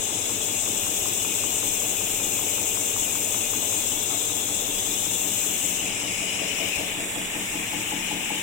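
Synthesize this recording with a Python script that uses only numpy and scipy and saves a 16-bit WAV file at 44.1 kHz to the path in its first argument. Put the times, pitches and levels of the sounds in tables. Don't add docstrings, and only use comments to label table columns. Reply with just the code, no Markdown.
import sys
import numpy as np
from scipy import signal
from scipy.fft import rfft, irfft
from scipy.io import wavfile
from scipy.ndimage import uniform_filter1d

SR = 44100
rng = np.random.default_rng(int(sys.argv[2]) if len(sys.argv) > 2 else 0)


def unload_wav(signal):
    wavfile.write(
        sys.argv[1],
        SR,
        np.round(np.clip(np.atleast_2d(signal).T, -1, 1) * 32767).astype(np.int16),
    )


N = 371322
TIME = np.arange(N) / SR
BINS = np.arange(N // 2 + 1) * SR / N
STROKE_S, FIRST_STROKE_S = .19065, .1025
PORT_LAG, BROADSIDE_LAG = 8, 16


def undb(db):
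    return 10 ** (np.asarray(db) / 20)


def unit(x):
    return x / np.sqrt(np.mean(x ** 2))


def curves(table):
    s, *columns = np.transpose(table)
    return [np.interp(TIME, s, column) for column in columns]


def slope(points):
    hz, db = np.transpose(points)
    f = np.maximum(BINS, 1)
    skirts = np.minimum(1, np.minimum(f / hz[0], hz[-1] / f)) ** 4
    return undb(np.interp(np.log(f), np.log(hz), db)) * skirts


def resonances(modes):
    f = np.maximum(BINS, 1)
    return [undb(db) / (1 + 1j * (f / hz - hz / f) * hz / width) for hz, width, db in modes]


def colour(x, gain):
    return unit(irfft(rfft(x) * gain, N))


def drift(rate_hz):
    slow = BINS[BINS < 4 * rate_hz + 1]
    phases = np.exp(2j * np.pi * rng.random(4096)[:len(slow)])
    return unit(irfft(phases / (1 + (slow / rate_hz) ** 4), N))


def diffuse(alike_hz=720):
    likeness = .95 / (1 + (BINS / alike_hz) ** 3)
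    mid, side = rfft(rng.standard_normal((2, N)))
    mid = mid * np.sqrt(1 + likeness)
    side = side * np.sqrt(1 - likeness)
    return unit(irfft(np.array([mid + side, mid - side]), N))


def pan(left_over_right_db):
    half_db = np.array([left_over_right_db, -left_over_right_db]).reshape(2, -1) / 2
    gains = undb(half_db)
    return gains / np.sqrt(np.mean(gains ** 2, axis=0))


def lagged(pair, count):
    return np.array([np.roll(pair[0], count), pair[1]])


def walked():
    start_s, pace_m_per_s = 3.28, 0.502
    return pace_m_per_s * np.maximum(TIME - start_s, 0)


def past(place_m, fade_m):
    return .5 + .5 * np.tanh((walked() - place_m) / fade_m)


def tones(lines):
    total = 0
    for hz, db in lines:
        level = undb(db + 0.41 * drift(0.6))
        phase = 2 * np.pi * (hz * TIME + rng.random()) + 0.73 * drift(1.4)
        total = total + level * np.sin(phase)
    return np.sqrt(2) * total


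def stroke_times():
    return np.arange(FIRST_STROKE_S, N / SR + 1, STROKE_S)


def repeated(response):
    starts = stroke_times()
    lead = int(round(2 * STROKE_S * SR))
    blows = np.zeros(N + 2 * SR)
    blows[(starts * SR).astype(int)] = undb(0.2 * rng.standard_normal(len(starts)))
    return signal.fftconvolve(blows[None], response[:, :SR], axes=1)[:, lead:lead + N]


def echoes(delay_s, t60_s, tail_db, hall_t60_s):
    age = np.maximum(TIME[:SR] - delay_s, 0)
    early = undb(-60 * age / t60_s)
    late = undb(tail_db - 60 * age / hall_t60_s)
    return diffuse()[:, :SR] * (early + late) * (age > 0)


def strokes(delay_s, t60_s, tail_db, hall_t60_s, count=4):
    place = TIME / TIME[-1] * (count - 1)
    total = 0
    for k in range(count):
        weight = np.cos(np.pi / 2 * np.clip(place - k, -1, 1))
        total = total + repeated(echoes(delay_s, t60_s, tail_db, hall_t60_s)) * weight
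    return total


def even(x):
    power = uniform_filter1d(np.mean(x ** 2, axis=0), int(2 * STROKE_S * SR))
    return x / np.sqrt(power)


def glancing(x, echo_db=-10, drift_s=0.000139):
    delays_s = rng.uniform(.001, .008, 3)
    near = sum(np.interp(TIME - d - drift_s * drift(0.71), TIME, x) for d in delays_s)
    return (x + undb(echo_db) * near) / np.sqrt(1 + len(delays_s) * undb(echo_db) ** 2)


def air_jet():
    # time in seconds, core level in dB, sizzle level in dB.
    jet_levels = [(0, -25.5, -36), (1.0, -24, -30), (3.6, -24, -29.5), (4.7, -25.5, -32),
                  (5.25, -24.5, -28.5), (5.7, -24, -30), (5.92, -30, -41), (6.35, -33, -42),
                  (6.65, -33, -34.5), (7.0, -38, -36), (8.42, -39, -40)]
    # frequency in Hz, relative density in dB per Hz.
    jet_skirt = [(4300, 6.5), (4900, 6.5), (5350, -2.5), (5750, 13), (6100, 5), (6700, -0.5)]
    jet_core = [(5800, -18), (6450, -3.5), (6850, -5.5), (7300, 0), (7700, -2.5), (8300, -7), (8900, -12),
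                (10200, -15.5), (12000, -33)]
    jet_sizzle = [(9500, -55), (11500, 0.5), (13200, 1), (14300, 8), (15700, 2.5)]
    # frequency in Hz, relative density in dB per Hz.
    hall_hiss = [(3900, -21), (5000, -3.5), (5700, -33), (6100, -21), (6500, -0.5), (6800, 0), (7400, 4),
                 (8200, 2.5), (8900, -8.5), (10400, -4.5), (12500, -16.5), (14300, -20), (15700, -10)]
    # frequency in Hz, gain in dB.
    body_shade = [(4000, -36), (7300, -20), (9000, -11), (10800, -38), (13000, -21), (16000, -31)]
    turned = past(1.82, 0.029)
    skirt_db = -35 - 3 * turned
    core_db, sizzle_db = curves(jet_levels)
    beam = 0
    for shape, db in ((jet_skirt, skirt_db), (jet_core, core_db), (jet_sizzle, sizzle_db)):
        beam = beam + colour(rng.standard_normal(N), slope(shape)) * undb(db + 0.84 * drift(23))
    beam = glancing(beam)
    swing_s, swing_length_s, swing_left_db, swing_right_db = 7.12, 0.26, -7.5, 12
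    swing = np.exp(-((TIME - swing_s) / swing_length_s) ** 2)
    left = beam * undb(swing_left_db * swing)
    shaded = irfft(rfft(beam) * slope(body_shade), N)
    turned_db = 8
    right = np.roll(shaded, BROADSIDE_LAG) * undb(turned_db * turned + swing_right_db * swing)
    reflected = colour(diffuse(), slope(hall_hiss)) * undb(-33.5 + 1.0 * drift(14))
    return np.array([left, right]) + reflected


def blown(modes, waver_db, rate_hz, direct_db, wander_s, sputter_db):
    total = 0
    sputter = undb(sputter_db * drift(53))
    narrowed = [(hz, 0.6 * width, db) for hz, width, db in modes]
    for response in resonances(narrowed):
        drive = (diffuse() + undb(direct_db) * rng.standard_normal(N)) * sputter
        voice = irfft(rfft(drive) * abs(response) ** 2, N)
        total = total + voice * undb(waver_db * drift(rate_hz))
    clock = TIME - wander_s * drift(4.0)
    return lagged(unit(np.array([np.interp(clock, TIME, side) for side in total])), BROADSIDE_LAG)


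def suction():
    # time in seconds, level in dB, left minus right in dB.
    tank_levels = [(0, -40, 3.5), (1.4, -36.5, 1), (3.6, -37, 2), (4.5, -40, 6), (5.6, -36.5, 0.5),
                   (5.9, -33, 4), (6.1, -32.5, 7), (6.4, -32, 11), (6.68, -28, 18), (6.9, -33, 12),
                   (7.2, -39, 5), (7.7, -34, 12), (8.42, -32, 16)]
    leak_levels = [(0, -38.5, 4), (1.1, -37.5, 0.5), (3.0, -40, -1.5), (4.3, -35.5, 5.5), (5.05, -36, 4.5),
                   (6.2, -43.5, -1), (6.9, -38.5, 0), (7.3, -43, -2), (8.42, -41, 0)]
    # frequency in Hz, width in Hz, gain in dB.
    tank_modes = [(1830, 320, -19), (2212, 360, 0.5), (2400, 30, 1), (2453, 54, 5.5), (2604, 720, 1.5),
                  (2738, 63, 6), (2850, 16, 4), (2963, 490, 3)]
    leak_modes = [(3373, 155, 2.5), (3596, 560, -1), (3773, 93, -1), (4165, 78, -0.5)]
    tank_db, tank_pan = curves(tank_levels)
    leak_db, leak_pan = curves(leak_levels)
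    tank = blown(tank_modes, waver_db=2.0, rate_hz=12.0, direct_db=0.0, wander_s=0.000089, sputter_db=0.5)
    leak = blown(leak_modes, waver_db=1.17, rate_hz=20, direct_db=-15.0, wander_s=0.000302, sputter_db=0.5)
    return tank * undb(tank_db) * pan(tank_pan) + leak * undb(leak_db) * pan(leak_pan)


def hall():
    # frequency in Hz, relative density in dB per Hz.
    hall_spectrum = [(12, -11), (27, 2), (45, -11.5), (70, -7.5), (100, -8.5), (140, -9), (200, -2),
                     (300, -0.5), (430, -10), (600, -10), (800, -4.5), (1100, -9.5), (1600, -12),
                     (2600, -10.5), (4500, -24)]
    return colour(diffuse(), slope(hall_spectrum)) * undb(-39.5 + .5 * drift(15)) * pan(3.8)


def extruder():
    # frequency in Hz, relative density in dB per Hz.
    fan_spectrum = [(230, 0), (290, -7.5), (320, -15), (352, 7.5), (388, 1.5), (430, 7), (490, 5.5),
                    (525, 2), (580, 4), (680, 1), (760, 0), (950, -7), (1300, -25), (1700, -15)]
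    # frequency in Hz, rms level in dB before the drive gain.
    drive_lines = [(25.0, -67), (88.9, -67), (94.0, -54), (100.0, -57.5), (109.6, -54.5), (114.8, -55),
                   (293.9, -62.5), (412.1, -56), (423.0, -53.5), (565.5, -61), (749, -58)]
    aside_m, fan_db, drive_db = 1.42, -41, 1.5
    nearness = aside_m / np.hypot(aside_m, walked())
    fans = colour(diffuse(), slope(fan_spectrum)) * undb(fan_db + .5 * drift(2.0))
    drive = tones(drive_lines) * undb(drive_db)
    return (fans * pan(3.9) + drive * pan(6.0)) * nearness


def trough(grain_db=1.5):
    # frequency in Hz, relative density in dB per Hz.
    water_spectrum = [(900, -7), (1400, -10), (1780, 2.5), (1980, 1), (2180, 5.5), (2450, 6), (3000, -20),
                      (3900, -32)]
    level_db = -56 + 19.5 * past(1.12, 0.62)
    grains = diffuse() * undb(grain_db * drift(62))
    return colour(grains, slope(water_spectrum)) * undb(level_db) * pan(8)


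def cutter(load_depth=0.45, load_delay_s=0.067, return_db=-9, rebound_db=-10):
    # frequency in Hz, width in Hz, gain in dB.
    frame_modes = [(143, 17, -3.5), (180.3, 11, -5.5), (215.4, 10, 0), (249.5, 4.8, 0), (292.6, 20, -0.5),
                   (329, 28, -5), (480, 116, -9.5)]
    guard_modes = [(765, 110, 4.5), (868, 58, 9), (918, 55, 4.5), (1045, 60, -4), (1250, 400, -15)]
    # frequency in Hz, level in dB against the motor's level.
    motor_lines = [(108.5, -10), (183.2, 2.5), (215.2, -30), (306.8, -18)]
    along_m, aside_m, thump_db = 3.7, 1, -52.5
    nearness = np.hypot(along_m, aside_m) / np.hypot(along_m - walked(), aside_m)
    guard_db = -53 + 13 * past(2.07, 0.25)
    motor_db = -59.5 + 9.5 * past(0.79, 0.13)

    rattle = strokes(0.00037, t60_s=0.069, tail_db=-14, hall_t60_s=1.0)
    rebound = repeated(echoes(.082, t60_s=0.076, tail_db=-22, hall_t60_s=.6))
    rattle = rattle + undb(rebound_db) * rebound
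    guard = even(colour(rattle, sum(r * abs(r) for r in resonances(guard_modes))))

    shake = strokes(0.0038, t60_s=0.15, tail_db=-7.0, hall_t60_s=1.0)
    shake = shake + undb(return_db) * strokes(.04, t60_s=0.071, tail_db=-12, hall_t60_s=0.47)
    frame = 0
    for response, (_, width, db) in zip(resonances(frame_modes), frame_modes):
        ring = even(colour(shake, response * abs(response)))
        frame = frame + ring * undb(db) * np.sqrt(width)
    frame = unit(frame)

    load = 1 + load_depth * np.cos(2 * np.pi * (TIME - FIRST_STROKE_S - load_delay_s) / STROKE_S)
    motor = load * tones(motor_lines) * undb(motor_db)
    return (frame * undb(thump_db) * nearness + motor + guard * undb(guard_db)) * pan(4.4)


def blade(crack_db=30, scatter_db=0.5):
    # frequency in Hz, width in Hz, gain in dB.
    blade_modes = [(1040, 87, 4), (1230, 370, 4), (1460, 480, -1.5)]
    # time in seconds, level in dB.
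    clack_levels = [(0, -38), (0.3, -37), (0.49, -40), (1.06, -32), (1.25, -33), (1.44, -33), (1.82, -35),
                    (2.01, -36.5), (2.2, -35), (2.4, -34), (2.58, -34.5), (2.96, -32), (3.53, -33),
                    (3.75, -37), (4.68, -39), (5.05, -36), (5.25, -50), (6.1, -36), (8.42, -41)]
    delay_s, crack_s = .0016, .003
    strike = np.zeros((2, N))
    strike[:, :SR] = echoes(0.0005, t60_s=0.03, tail_db=-17, hall_t60_s=.4)
    strike[:, 0] += undb(crack_db)
    level_db, = curves(clack_levels)
    cuts = ((stroke_times() + delay_s) * SR).astype(int)
    cuts = cuts[cuts < N]
    rings = [rfft(strike) * r * abs(r) for r in resonances(blade_modes)]
    clacks = 0
    for ring in rings:
        blows = np.zeros(N)
        blows[cuts] = undb(level_db[cuts] + scatter_db * rng.standard_normal(len(cuts)))
        clacks = clacks + irfft(rfft(blows) * ring, N)
    one_clack_rms = irfft(sum(rings), N).std()
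    return clacks / one_clack_rms * np.sqrt(crack_s * SR / N) * pan(4.8)


def carriage(near_db=-24.5, far_db=-30.5, room_db=-22):
    # seconds after the cut, relative level in dB.
    stops = [(.018, -3), (.059, -5)]
    # frequency in Hz, width in Hz, gain in dB.
    thud_modes = [(184, 16, -5), (215, 25, -3), (300, 35, 3.5), (324, 45, -1)]
    ring = irfft(sum(r * abs(r) ** .5 for r in resonances(thud_modes)), N)
    thuds = sum(undb(db) * np.roll(ring, int(s * SR)) for s, db in stops) / abs(ring).max()
    direct = repeated(thuds[None])
    tail = even(colour(strokes(0.023, t60_s=0.18, tail_db=0, hall_t60_s=1.0), rfft(ring)))
    level_db = far_db + (near_db - far_db) * past(1.8, 0.41)
    return (direct + tail * undb(room_db)) * undb(level_db) * pan(5.9)


def tank_boom():
    # frequency in Hz, width in Hz, gain in dB.
    body_modes = [(442, 69, 1), (568, 68, 1.5), (655, 110, -0.5), (860, 240, -6.5)]
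    boom_db, place_m, reach_m = -39.5, 1.68, 0.26
    shake = strokes(0.017, t60_s=.3, tail_db=-3, hall_t60_s=1.4)
    boom = even(colour(shake, sum(r * abs(r) for r in resonances(body_modes))))
    closeness = 1 / (1 + ((walked() - place_m) / reach_m) ** 2)
    return boom * undb(boom_db) * closeness * pan(9.8)


def knocks(t60_s=0.47, attack_s=0.0084):
    # start in seconds, pitch in Hz, peak in dB before panning.
    knock_events = [(3.62, 595, -32), (4.095, 743, -29.5)]
    # multiple of the pitch, width in Hz, gain in dB.
    knock_modes = [(1, 130, -2), (1.5, 70, -4.5), (1.7, 80, -5)]
    total = 0
    for s, pitch_hz, db in knock_events:
        age = np.maximum(TIME - s, 0)
        burst = diffuse() * undb(-60 * age / t60_s) * np.minimum(age / attack_s, 1)
        modes = [(pitch_hz * multiple, width, gain) for multiple, width, gain in knock_modes]
        ring = colour(burst, sum(r * abs(r) for r in resonances(modes)))
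        total = total + ring / abs(ring).max() * undb(db)
    return total * pan(5.4)


def spray(grain_db=2.0):
    # frequency in Hz, relative density in dB per Hz.
    spray_spectrum = [(1850, -9), (2150, 11), (2500, 12), (3400, -21), (4200, -18), (4900, 8), (5400, 3),
                      (6100, -9), (6800, 4)]
    level_db, from_m, to_m, fade_m = -36.5, 1.29, 1.79, 0.056
    above = past(from_m, fade_m) - past(to_m, fade_m)
    fizz = colour(diffuse() * undb(grain_db * drift(79)), slope(spray_spectrum))
    return fizz * above * undb(level_db) * pan(11)


def footsteps(thud_hz=68, fade_s=0.011, scuff_db=-6, scuff_s=0.011):
    # start in seconds, nominal peak in dB before panning.
    step_events = [(5.808, -40), (6.762, -36)]
    # frequency in Hz, relative density in dB per Hz.
    scuff_spectrum = [(110, 9), (250, 2), (560, 9), (800, 5), (1100, -11)]
    scuff = colour(diffuse(), slope(scuff_spectrum)) * undb(scuff_db)
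    total = 0
    for s, db in step_events:
        age = np.maximum(TIME - s, 0)
        heel = age / fade_s * np.exp(1 - age / fade_s) * np.sin(2 * np.pi * thud_hz * age)
        sole = scuff * age / scuff_s * np.exp(1 - age / scuff_s)
        total = total + undb(db) * (heel + sole)
    return total * pan(6)


def scene():
    machines = lagged(extruder() + hall() + blade() + tank_boom() + knocks(), PORT_LAG)
    far_end = lagged(trough() + cutter() + carriage(), BROADSIDE_LAG)
    return air_jet() + suction() + machines + far_end + spray() + footsteps()


def record(dry, notch_hz=4550, notch_width_hz=270):
    top_hz = 15800
    band_stop = undb(-26 * np.exp(-((BINS - notch_hz) / notch_width_hz) ** 2))
    thinned = irfft(rfft(dry) * band_stop, N)
    return signal.sosfilt(signal.ellip(10, .2, 80, top_hz, fs=SR, output="sos"), thinned)


dry = scene()
out = record(dry)
unload_wav(out)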